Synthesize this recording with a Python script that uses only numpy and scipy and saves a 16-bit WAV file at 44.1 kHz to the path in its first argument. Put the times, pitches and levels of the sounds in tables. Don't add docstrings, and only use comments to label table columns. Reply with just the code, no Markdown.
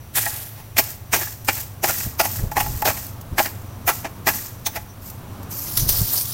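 import sys
import numpy as np
from scipy import signal
from scipy.fft import rfft, irfft
from scipy.io import wavfile
from scipy.ndimage import uniform_filter1d

SR = 44100
rng = np.random.default_rng(int(sys.argv[2]) if len(sys.argv) > 2 else 0)


def master_out(mix):
    frames = np.transpose(np.atleast_2d(mix))
    ceiling = np.clip(frames, -1, 1)
    pcm = np.round(ceiling * 32767).astype(np.int16)
    wavfile.write(sys.argv[1], SR, pcm)


N = 279241
TIME = np.arange(N) / SR
TOP_HZ = 15850

# hz, relative level_db per Hz
SOIL_SPECTRUM = [(100, -25.5), (220, -8.5), (340, -0.5), (490, -11), (690, 2), (880, 0.5), (1080, -5),
                 (1350, -6.5), (1900, -3.5), (2650, -4.5), (3300, -15.5), (6000, -13), (15000, -25)]
# start_s, soil_db, stalk_crunch_db, bite_s,
# focus_hz (what the contact excites most), pull_db, pull_s, slowing_db_per_s; levels are relative
HOE_STROKES = [(0.158, -39, -20.5, 0.037, 1950, -18, 0.31, 58.5),
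               (0.785, -16.5, -9, 0.011, 2230, -29, 0.12, 34),
               (1.133, -17, -14, 0.014, 1760, -22.5, 0.17, 63),
               (1.486, -13, -14, 0.0036, 2150, -28.5, .12, 9),
               (1.841, -12.5, -17, 0.0033, 576, -21.5, 0.22, 34),
               (2.2, -13.5, -12, 0.0031, 1370, -27.5, .2, 13.5),
               (2.569, -15, -22.5, 0.0034, 1070, -28, 0.24, 32),
               (2.856, -19, -18, 0.031, 670, -26.5, 0.19, 42),
               (3.386, -12.5, -31, 0.008, 1750, -20.5, 0.074, 131),
               (3.879, -16, -13.5, 0.021, 1500, -26, 0.13, 86),
               (4.048, -23.5, -47, 0.0077, 1060, -61, .03, 50),
               (4.272, -18, -17.5, 0.023, 1700, -22.5, 0.2, 59),
               (4.667, -26, -16.5, 0.0046, 800, -43.5, 0.14, 20)]


def undb(db):
    return 10 ** (np.asarray(db) / 20)


def unit(x):
    return x / np.sqrt(np.mean(x ** 2))


def curve(rows, axis=1):
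    rows = np.array(rows)
    return np.interp(TIME, rows[:, 0], rows[:, axis])


def noise():
    return rng.standard_normal(N)


def colour(x, points, size=4096):
    hz, db = np.transpose(points)
    bins = np.maximum(np.arange(size // 2 + 1) * SR / size, 1)
    gain = undb(np.interp(np.log(bins), np.log(hz), db))
    cepstrum = irfft(np.log(gain))
    cepstrum[1:size // 2] *= 2
    cepstrum[size // 2 + 1:] = 0
    response = irfft(np.exp(rfft(cepstrum)))
    return unit(signal.oaconvolve(x, response)[:N])


def walk(rate):
    step = int(SR / rate)
    held = np.repeat(rng.standard_normal(N // step + 1), step)
    return unit(uniform_filter1d(held, step)[:N])


def grains(rate, spread_db, cap_db):
    size_db = np.minimum(spread_db * rng.exponential(size=N), cap_db)
    happens = rng.random(N) < rate / SR
    return unit(happens * rng.choice([-1, 1], N) * undb(size_db))


def burst(s, swell, fade, hold=0, db_per_s=0):
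    away = np.maximum((s - TIME) / swell, (TIME - s - hold) / fade)
    edges = np.exp(-np.clip(away, 0, 20))
    if not db_per_s:
        return edges
    return edges * undb(db_per_s * np.clip(TIME - s, 0, hold))


def open_air():
    # hz, relative level_db per Hz
    air_spectrum = [(20, -9.5), (45, -6.5), (75, -0.5), (110, 4), (165, -10), (260, -12.5), (420, -17.5),
                    (800, -18), (1500, -24.5), (3500, -30), (6000, -35), (8000, -34), (15000, -27)]
    return undb(-40) * colour(noise(), air_spectrum)


def insects():
    # hz, relative level_db per Hz
    insect_spectrum = [(4600, -47), (5900, -8), (7400, -56)]
    chirping = undb(4.5 * walk(rate=16))
    return undb(-64.5) * chirping * colour(noise(), insect_spectrum)


def road():
    # time_s, level_db
    traffic = [(.9, -61), (2, -43.5), (3.65, -42), (4.2, -41.5), (4.9, -47), (5.4, -38), (6.33, -43.5)]
    # hz, relative level_db per Hz
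    tyre_spectrum = [(50, 1.5), (160, 9), (230, 6), (450, -4.5), (1100, -3), (1900, -16.5), (12000, -27.5)]
    return undb(curve(traffic)) * colour(noise(), tyre_spectrum)


def far_engine():
    # time_s, mean firing_rate_hz, level_db
    engine = [(0.0, 108.9, -43), (2.89, 93.84, -38), (6.06, 97.3, -41.5), (6.33, 118, -38)]
    rate_hz = curve(engine) * (1 + 0.0233 * walk(rate=35))
    turn = 2 * np.pi * np.cumsum(rate_hz) / SR
    lope = 1 + 0.91 * np.sin(turn / 4)
    drone = unit(np.sin(turn) * lope * undb(2.4 * walk(rate=47)))
    return drone * undb(curve(engine, axis=2))


def wind():
    # peak_s, level_db, swell_and_fade_s
    gusts = [(2.067, -16, 0.0079), (2.44, -18, 0.032), (2.7, -26, 0.097), (3.332, -25.5, 0.032),
             (5.833, -25, 0.036), (5.895, -24.5, 0.079), (6.019, -15.5, 0.016)]
    # hz, relative level_db per Hz
    wind_spectrum = [(15, 1), (40, 5), (110, 7), (200, -10.5), (400, -17.5), (4000, -54.5)]
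    push = sum(undb(db) * burst(s, half, half) for s, db, half in gusts)
    return push * colour(noise(), wind_spectrum)


def garden(x, wet_db=-17, t60=0.45, order=14):
    t = TIME[:2 ** order]
    tail = rng.standard_normal(len(t)) * np.exp(-np.log(1000) * t / t60)
    tail = tail / np.sqrt(np.sum(tail ** 2))
    return x + undb(wet_db) * signal.oaconvolve(x, tail)[:N]


def ground_echo(x):
    # time_s, lag_ms
    echo_lag = [(.16, 0.098), (.27, 0.115), (.62, 0.05), (.8, 0.14), (5.55, 0.15), (5.95, 0.21), (6.33, .2)]
    late = np.interp(TIME - curve(echo_lag) / 1000, TIME, x)
    return 0.89 * x + 0.28 * late


def crackle(rate, spread_db, patchy_db, count=18):
    edges = np.linspace(0, SR / 2, count + 1)
    bins = np.arange(N // 2 + 1) * SR / N
    spectrum = 0
    for hz in edges[edges < TOP_HZ + edges[1]]:
        band = np.cos(np.pi / 2 * np.minimum(abs(bins - hz) / edges[1], 1))
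        clicks = grains(rate, spread_db, cap_db=13)
        spectrum = spectrum + band * rfft(clicks * undb(patchy_db * walk(rate=25)))
    twigs = undb(-12.5) * grains(rate=55, spread_db=3, cap_db=7)
    return unit(irfft(spectrum, N)) + twigs


def weeds():
    # start_s, level_db, length_s, effort_growth_db_per_s
    tugs = [(5.023, -44, 0.057, 74), (5.511, -32, 0.28, 21), (5.775, -18.5, 0.039, -40),
            (5.886, -20.5, 0.27, -11), (6.132, -19, 0.056, 0), (6.256, -27, .1, 18)]
    # peak_s, level_db, fade_s
    snaps = [(0.904, -25.5, 0.0054), (1.448, -32.5, 0.021), (2.515, -30.5, 0.027), (2.82, -19.5, 0.0061),
             (3.067, -28, 0.0045), (3.213, -32.5, 0.0047), (4.76, -30, 0.016), (5.1, -30, 0.0073),
             (5.431, -36, 0.0047), (5.774, -9.5, 0.0088), (5.891, -8, 0.0092), (5.927, -19, 0.007),
             (6.188, -21, 0.0018), (6.212, -14.5, 0.0018)]
    # hz, relative level_db per Hz
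    leaf_spectrum = [(300, -15.5), (1200, -15), (3000, -10), (6200, -4), (9400, -6.5), (14200, 3.5),
                     (15800, -3)]
    fractures = crackle(rate=2200, spread_db=6.0, patchy_db=2.0)
    rustle = colour(fractures, leaf_spectrum) * undb(1.46 * walk(rate=95))
    pulls = [undb(db) * burst(s, swell=0.008, fade=0.056, hold=length, db_per_s=growth)
             for s, db, length, growth in tugs]
    effort = np.max(pulls, axis=0)
    snap_force = sum(undb(db) * burst(s, swell=0.0014, fade=fade) for s, db, fade in snaps)
    return ground_echo(rustle * effort + snap_force * colour(noise(), leaf_spectrum))


def blade_ring(focus_hz, bedded=0, order=13):
    # mode_hz, relative level_db, t60_s
    blade_modes = [(370, -10, 0.082), (686, 0, 0.082), (842.4, 4, 0.097), (1054, -20, 0.36),
                   (1362, -1.5, 0.041), (1712, -1, 0.046), (1886, -1.5, 0.047), (2375, 4.5, 0.015),
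                   (3030, -17, 0.055)]
    t = TIME[:2 ** order]
    hz, db, t60 = np.transpose(blade_modes)
    level_chance, pitch_chance = rng.standard_normal((2, len(blade_modes)))
    octaves = abs(np.log2(hz / focus_hz))
    focus_db = 8.3 * np.exp(-(octaves / 0.16) ** 2) - 9.1 * octaves
    size = undb(db + focus_db + 2 * bedded * level_chance)
    hz = hz * (1 + 0.018 * bedded * pitch_chance)
    t60 = t60 / (1 + 1.13 * bedded)
    decay = np.exp(-np.log(1000) * np.outer(1 / t60, t))
    ring = size @ (np.sin(2 * np.pi * np.outer(hz, t)) * decay)
    return ring / np.sqrt(np.sum(ring ** 2))


def clinks():
    # start_s, relative level_db, focus_hz (what the contact excites most)
    stone_hits = [(.263, -16, 1870), (.266, -22, 790), (1.213, -24, 1880), (1.23, -29, 1690),
                  (1.271, -27.5, 1750), (2.517, -21.5, 960), (2.579, -21, 850), (2.662, -21.5, 985),
                  (2.823, -13.5, 930), (4.769, -25.5, 745)]
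    out = np.zeros(N)
    grit = colour(noise(), SOIL_SPECTRUM)
    for s, db, focus_hz in stone_hits:
        ring = blade_ring(focus_hz)
        start = int(s * SR)
        ring = ring * (1 - np.exp(-TIME[:len(ring)] / 0.00081))
        out[start:start + len(ring)] += undb(db + 1.0) * ring / np.abs(ring).max()
        out += undb(db - 11) * grit * burst(s, swell=0.0013, fade=0.0057)
    return out


def knocks(order=8):
    # start_s, level_db, focus_hz (what the contact excites most)
    earth_hits = [(.794, -18.5, 666), (1.141, -23, 1700), (1.488, -21.5, 1340), (1.84, -19.5, 694),
                  (2.2, -13.5, 710), (2.57, -24, 1290), (2.876, -23, 830), (3.402, -12.5, 770),
                  (4.278, -19, 855)]
    out = np.zeros(N)
    thud = colour(signal.unit_impulse(N), SOIL_SPECTRUM)
    thud = thud / np.abs(thud).max()
    for s, db, focus_hz in earth_hits:
        ring = blade_ring(focus_hz, bedded=1.1)
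        start = int(s * SR)
        knock = ring / np.abs(ring).max() + undb(1.5) * thud[:len(ring)]
        knock = knock * (1 - np.exp(-TIME[:len(ring)] / 0.00073))
        out[start:start + len(ring)] += undb(db) * knock / np.std(knock[:2 ** order])
    return out


def pulling():
    swell_s, fade_s = 0.0065, 0.046
    settle_db, settle_fade_s = -23, 0.16
    power = 0
    for s, *_, db, length, slowing in HOE_STROKES:
        pull = burst(s, swell_s, fade_s, length, -slowing)
        settling = undb(settle_db) * burst(s, swell_s, settle_fade_s, length)
        power = power + undb(db) ** 2 * (pull ** 2 + settling ** 2)
    return np.sqrt(power)


def straw():
    # hz, relative level_db per Hz
    mulch_spectrum = [(300, -27), (1900, -11.5), (5300, -4), (10000, -5), (14300, 2.5), (15800, -3.5)]
    fractures = crackle(rate=2500, spread_db=2.5, patchy_db=0.2)
    stalks = colour(fractures, mulch_spectrum) * undb(1.47 * walk(rate=130))
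    crumbs = colour(grains(rate=160, spread_db=4, cap_db=10), SOIL_SPECTRUM)
    taps = grains(rate=70, spread_db=3, cap_db=6)
    ticks = signal.oaconvolve(taps, blade_ring(focus_hz=1800, bedded=.5))[:N]
    return (ground_echo(stalks) + undb(-18.5) * crumbs + undb(-18) * ticks) * pulling()


def contact_spectrum(focus_hz, patchy_db=1.5, count=32):
    soil_hz, soil_db = np.transpose(SOIL_SPECTRUM)
    hz = np.geomspace(soil_hz[0], soil_hz[-1], count)
    db = np.interp(np.log(hz), np.log(soil_hz), soil_db)
    bump_db = 4 * np.exp(-(2 * np.log2(hz / focus_hz)) ** 2)
    return np.transpose([hz, db + bump_db + patchy_db * rng.standard_normal(count)])


def contacts():
    # peak_s, relative level_db, swell_and_fade_s, focus_hz
    lesser_contacts = [(0.178, -20.5, .008, 1700), (0.597, -42.5, 0.033, 1030), (0.77, -23, 0.0024, 2360),
                       (1.166, -23.5, 0.0096, 400), (1.221, -27, 0.017, 1790), (1.58, -34.5, 0.01, 1800),
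                       (1.896, -16.5, 0.0091, 1370), (2.007, -29.5, 0.0051, 1810),
                       (2.213, -17, 0.0032, 680), (2.255, -20, 0.011, 800), (2.608, -19, 0.01, 840),
                       (2.903, -23.5, 0.012, 1490), (2.974, -31, 0.0067, 1800),
                       (3.461, -24.5, 0.0082, 1730), (4.764, -26, .011, 1920)]
    stalk_lead_s = 0.0016
    for s, soil_db, stalk_db, length, focus_hz, *_ in HOE_STROKES:
        on_soil = undb(soil_db) * burst(s, swell=0.0037, fade=0.0091, hold=length)
        on_stalks = undb(stalk_db) * burst(s - stalk_lead_s, swell=0.0055, fade=0.0094, hold=length)
        yield on_soil, on_stalks, focus_hz
    for s, db, half, focus_hz in lesser_contacts:
        force = undb(db) * burst(s, half, half)
        yield force, undb(1.5) * force, focus_hz


def chops():
    # hz, relative level_db per Hz
    stalk_spectrum = [(200, -48), (700, -26), (1900, -8), (5300, -3.5), (8000, -6), (11000, 0),
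                      (14300, -0.5), (15800, -1)]
    give = undb(2.27 * walk(rate=240))
    taps = grains(rate=2400, spread_db=0.5, cap_db=8) * give
    crumbs = grains(rate=5000, spread_db=4, cap_db=8.5)
    soil, stalk_force, ring = np.zeros((3, N))
    for on_soil, on_stalks, focus_hz in contacts():
        soil += on_soil * colour(crumbs, contact_spectrum(focus_hz))
        stalk_force += on_stalks
        ring += signal.oaconvolve(on_soil * taps, blade_ring(focus_hz, bedded=0.79))[:N]
    fractures = crackle(rate=3300, spread_db=1, patchy_db=4.0)
    stalks = colour(fractures, stalk_spectrum) * stalk_force
    return undb(-2.0) * soil * give + undb(-2.5) * ground_echo(stalks) + undb(-5.0) * ring


def scene():
    distance = open_air() + insects() + road() + far_engine()
    work = weeds() + clinks() + knocks() + straw() + chops()
    return np.tile(distance + wind() + garden(work), (2, 1))


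def record(dry):
    low_pass = signal.ellip(10, .2, 80, TOP_HZ, fs=SR, output="sos")
    return signal.sosfilt(low_pass, np.clip(dry, -1, 1))


dry = scene()
out = record(dry)
master_out(out)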